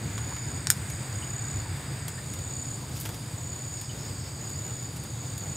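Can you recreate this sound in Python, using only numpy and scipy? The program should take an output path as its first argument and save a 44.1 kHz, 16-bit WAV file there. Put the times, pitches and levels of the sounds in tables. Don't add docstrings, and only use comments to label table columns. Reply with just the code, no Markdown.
import sys
import numpy as np
from scipy import signal
from scipy.fft import rfft, irfft
from scipy.io import wavfile
from scipy.ndimage import uniform_filter1d

SR = 44100
rng = np.random.default_rng(int(sys.argv[2]) if len(sys.argv) > 2 else 0)


def wrap_up_sound(samples):
    columns = np.atleast_2d(samples).T
    tamed = np.clip(columns, -1, 1)
    steps = np.round(tamed * 32767).astype(np.int16)
    wavfile.write(sys.argv[1], SR, steps)


N = 245548
TIME = np.arange(N) / SR
FREQS = np.fft.rfftfreq(N, 1 / SR)


def snail_shell(tear_db=-23, tear_s=0.0017, burst_db=-21, burst_s=0.001, low_hz=1050):
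    # start_s, level_db, upper_edge_hz
    cracks = [(0.6710, -3, 7600), (0.7024, 5.5, 15200), (0.703, -0.5, 13000), (0.7038, -8, 9000),
              (0.706, -12, 10000), (0.715, -10, 5500), (0.7225, -18, 13000)]
    # pitch_hz, width_hz, level_db
    modes = [(1530, 450, -20.5), (3910, 380, -25.5), (4430, 330, -27.5), (5500, 620, -14),
             (7000, 500, -13.5), (8560, 770, -4.5), (10500, 930, -22), (13140, 980, -11)]
    t, out = TIME[:2048], np.zeros(N)
    ring = sum(amp(db) * np.exp(-np.pi * width_hz * t) * np.cos(2 * np.pi * hz * t)
               for hz, width_hz, db in modes)
    for start_s, level_db, edge_hz in cracks:
        tear, burst = rng.standard_normal((2, len(t)))
        force = (t == 0) + amp(tear_db) * tear * np.exp(-t / tear_s)
        snap = signal.fftconvolve(force, ring)[:len(t)]
        snap += amp(burst_db) * burst * np.exp(-t / burst_s)
        add(out, start_s, amp(level_db) * bandpass(snap, low_hz, edge_hz))
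    return scatter(out, t60=0.079, wet_db=-10, spread=0.015, build_s=0.0018)


def grass_underfoot(grain_db=6.5, grains_per_s=7000, strays_per_s=2.3, stray_db=-41, stray_t60=0.017):
    # peak_s, level_db, rise_s, fade_s
    rubs = [(0.74, -48.5, 0.019, 0.19), (2.995, -41, 0.059, .095)]
    # start_s, level_db, tilt_db_per_octave, t60_s
    snaps = [(0.1793, -32, -4.5, 0.024), (0.365, -35.5, -4, 0.025), (0.9, -33, 1, .03),
             (2.0813, -25, 0.5, 0.018), (3.001, -31, 6, .02), (3.01, -33, 8, 0.032),
             (3.0530, -30, -1.5, 0.032), (3.0580, -31, -2, 0.03), (3.0914, -26, -0.5, 0.0087),
             (3.144, -33, 1, .015), (4.4975, -36, 3, .01), (5.037, -34, 5, .01), (5.379, -33, 2, .028)]
    t = TIME[:4096]
    sizes = amp(grain_db * np.minimum(rng.exponential(1, N), 4))
    grains = rng.standard_normal(N) * sizes * (rng.random(N) < grains_per_s / SR)
    pressure = sum(amp(db) * np.exp(-np.maximum((peak_s - TIME) / rise_s, (TIME - peak_s) / fade_s))
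                   for peak_s, db, rise_s, fade_s in rubs)
    out = unit(grains) * pressure
    strays = (rng.random(N) < strays_per_s / SR) * amp(stray_db + 4.5 * rng.standard_normal(N))
    out += signal.fftconvolve(strays, amp(-60 * t / stray_t60))[:N] * rng.standard_normal(N)
    for start_s, level_db, tilt, t60 in snaps:
        add(out, start_s, amp(level_db - 60 * t / t60) * tilted(rng.standard_normal(len(t)), tilt))
    return scatter(bandpass(out, 600, 13500), t60=0.064, wet_db=-4.5, spread=0.044)


def near_cricket(level_db=-33, beats_per_s=33.8, pitch_hz=6950, flat_hz=115, glide_hz=65, warm_s=0.12):
    # first_beat_s, last_beat_s
    trills = [(0.157, 0.576), (1.129, 1.602), (2.274, 2.744), (3.384, 3.801), (4.415, 4.857),
              (5.379, 5.618)]
    t, out = np.arange(-0.02, 0.012, 1 / SR), np.zeros(N)
    for first_s, last_s in trills:
        for beat_s in np.linspace(first_s, last_s, round((last_s - first_s) * beats_per_s) + 1):
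            cold = np.exp(-((beat_s - first_s) / warm_s) ** 2)
            size, lag = rng.standard_normal(2)
            closing = np.exp(-(t / 0.0046) ** 2)
            opening = amp(-3 - 4.3 * cold + 2 * lag) * np.exp(-((t + 0.01 + 0.0011 * lag) / 0.0021) ** 2)
            hz = pitch_hz - flat_hz * cold - glide_hz * np.tanh((t + 0.0035) / 0.011)
            phase = 2 * np.pi * np.cumsum(hz) / SR
            tone = np.sin(phase) + amp(-29) * np.sin(2 * phase)
            effort = amp(level_db - 2.3 * cold + 0.72 * size)
            add(out, beat_s + t[0], effort * (closing + opening) * tone)
    return scatter(out, t60=0.35, wet_db=-6.5, spread=0.013)


def insect_chorus(swell_db=2.0):
    # pitch_hz, width_hz, level_db, pulses_per_s, pulse_depth (0-1)
    singers = [(3640, 330, -60, 21, 0.2), (4540, 104, -59, 51, 0.03), (4855, 260, -54.5, 58, 0),
               (6760, 170, -50.5, 31, 0.31), (7070, 150, -51.5, 58, 0.44), (7810, 350, -54, 140, 0),
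               (8330, 320, -52, 120, 0.22), (8710, 340, -55.5, 99, 0.02), (10480, 870, -63, 75, 0.07)]
    out = np.zeros(N)
    for pitch_hz, width_hz, level_db, pulses_per_s, depth in singers:
        rate = pulses_per_s * (1 + 0.079 * drift(5.4))
        pulse = 1 + depth * np.sin(2 * np.pi * np.cumsum(rate) / SR)
        out += amp(level_db + swell_db * drift(2.8)) * unit(band(pitch_hz, width_hz) * pulse)
    return out


def far_calls(buzz_start_s=3.75, buzz_every_s=0.21, buzz_db=-54):
    # start_s, pitch_hz, level_db
    peeps = [(0.313, 980, -43.5), (1.218, 2950, -47), (1.65, 850, -47.5), (2.173, 1760, -47),
             (2.829, 990, -48), (3.89, 2960, -49)]
    out = np.zeros(N)
    for start_s, pitch_hz, level_db in peeps:
        add(out, start_s, amp(level_db) * call(length_s=0.0267, hz=pitch_hz, width_hz=150))
    for k in range(3):
        buzz = call(length_s=0.14, hz=5220, width_hz=390)
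        add(out, buzz_start_s + k * buzz_every_s, amp(buzz_db) * buzz)
    return scatter(out, t60=0.1, wet_db=-7.5, spread=0.2)


def low_hum(throb_db=1.4, throbs_per_s=9):
    # frequency_hz, density_db
    spectrum = [(20, -31), (37, -29), (55, -15.5), (88, -2.5), (118, 0.5), (148, -4), (183, -13.5),
                (205, -13), (245, -19.5), (305, -18), (350, -22.5), (500, -28), (900, -67)]
    # time_s, level_db
    levels = [(0, -34.5), (0.7, -35), (2.2, -36.5), (3.7, -38.5), (5.57, -36.5)]
    hum = noise(amp(read(spectrum, FREQS)))
    hum /= np.sqrt(uniform_filter1d(hum ** 2, size=9000))
    return hum * amp(np.interp(TIME, *np.transpose(levels)) + throb_db * drift(throbs_per_s))


def outdoor_wash(level_db=-46, flutter_db=1.1):
    # frequency_hz, density_db
    spectrum = [(60, -23), (250, 6.5), (450, 3), (950, 0), (1600, -4.5), (2800, -7.5), (4200, -7),
                (6000, -12.5), (9500, -18.5), (12500, -13.5), (15400, -13.5)]
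    return amp(level_db + flutter_db * drift(10)) * diffuse(spectrum)


def fading_rush(early_db=-47.5, late_db=-55.5, drop_s=2.08, fade_s=0.22):
    # frequency_hz, density_db
    spectrum = [(300, -24), (700, 3.5), (1250, 2), (1580, 6), (1900, 4.5), (2300, 4.5), (2700, -3),
                (3800, -15), (6000, -40)]
    held = np.exp(-np.maximum(TIME - drop_s, 0) / fade_s)
    return amp(late_db + (early_db - late_db) * held) * diffuse(spectrum)


def diffuse(spectrum):
    # frequency_hz, coherence (0-1)
    likeness = [(100, 1), (300, 0.93), (600, 0.93), (1200, 0.89), (2500, 0.76), (4500, 0.58), (8000, 1),
                (12000, 0.34)]
    gain = amp(read(spectrum, FREQS))
    coherence = np.clip(read(likeness, FREQS), 0, 1)
    mid, side = rfft(rng.standard_normal((2, N))) * gain * np.sqrt([1 + coherence, 1 - coherence])
    return unit(irfft(np.array([mid + side, mid - side]), N))


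def scatter(x, t60, wet_db, spread, build_s=0.0029):
    t = TIME[:SR // 4]
    tails = rng.standard_normal((2, len(t))) * amp(-60 * t / t60) * (1 - np.exp(-t / build_s))
    mid, side = (signal.fftconvolve(x, tail / np.linalg.norm(tail))[:N] for tail in tails)
    return x + amp(wet_db) * np.array([mid + spread * side, mid - spread * side])


def call(length_s, hz, width_hz):
    window = signal.windows.tukey(round(length_s * SR), 0.6)
    return window * unit(band(hz, width_hz)[:len(window)])


def band(hz, width_hz):
    return noise(1 / (1 + ((FREQS - hz) / (0.76 * width_hz)) ** 2))


def drift(per_s):
    return noise(np.exp(-FREQS / per_s) * (FREQS > 0))


def noise(gain):
    return unit(irfft(rfft(rng.standard_normal(N)) * gain, N))


def tilted(x, db_per_octave):
    hz = np.fft.rfftfreq(len(x), 1 / SR)
    return irfft(rfft(x) * amp(db_per_octave * np.log2(np.maximum(hz, 1500) / 7000)), len(x))


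def bandpass(x, low_hz, high_hz):
    return signal.sosfilt(signal.butter(2, [low_hz, high_hz], "band", fs=SR, output="sos"), x)


def read(points, hz):
    point_hz, value = np.transpose(points)
    return np.interp(np.log(hz + 1), np.log(point_hz), value)


def add(mix, start_s, sound):
    part = mix[round(start_s * SR):][:len(sound)]
    part += sound[:len(part)]


def amp(db):
    return 10 ** (np.asarray(db) / 20)


def unit(x):
    return x / np.sqrt(np.mean(x ** 2) + 1e-20)


def scene():
    near = snail_shell() + grass_underfoot() + near_cricket()
    far = insect_chorus() + far_calls()
    return near + far + low_hum() + outdoor_wash() + fading_rush()


def record(dry, edge_hz=15650):
    lowpass = signal.firwin(511, edge_hz, window=("kaiser", 9), fs=SR)
    return signal.oaconvolve(np.clip(dry, -1, 1), lowpass[None], "same")


dry = scene()
out = record(dry)
wrap_up_sound(out)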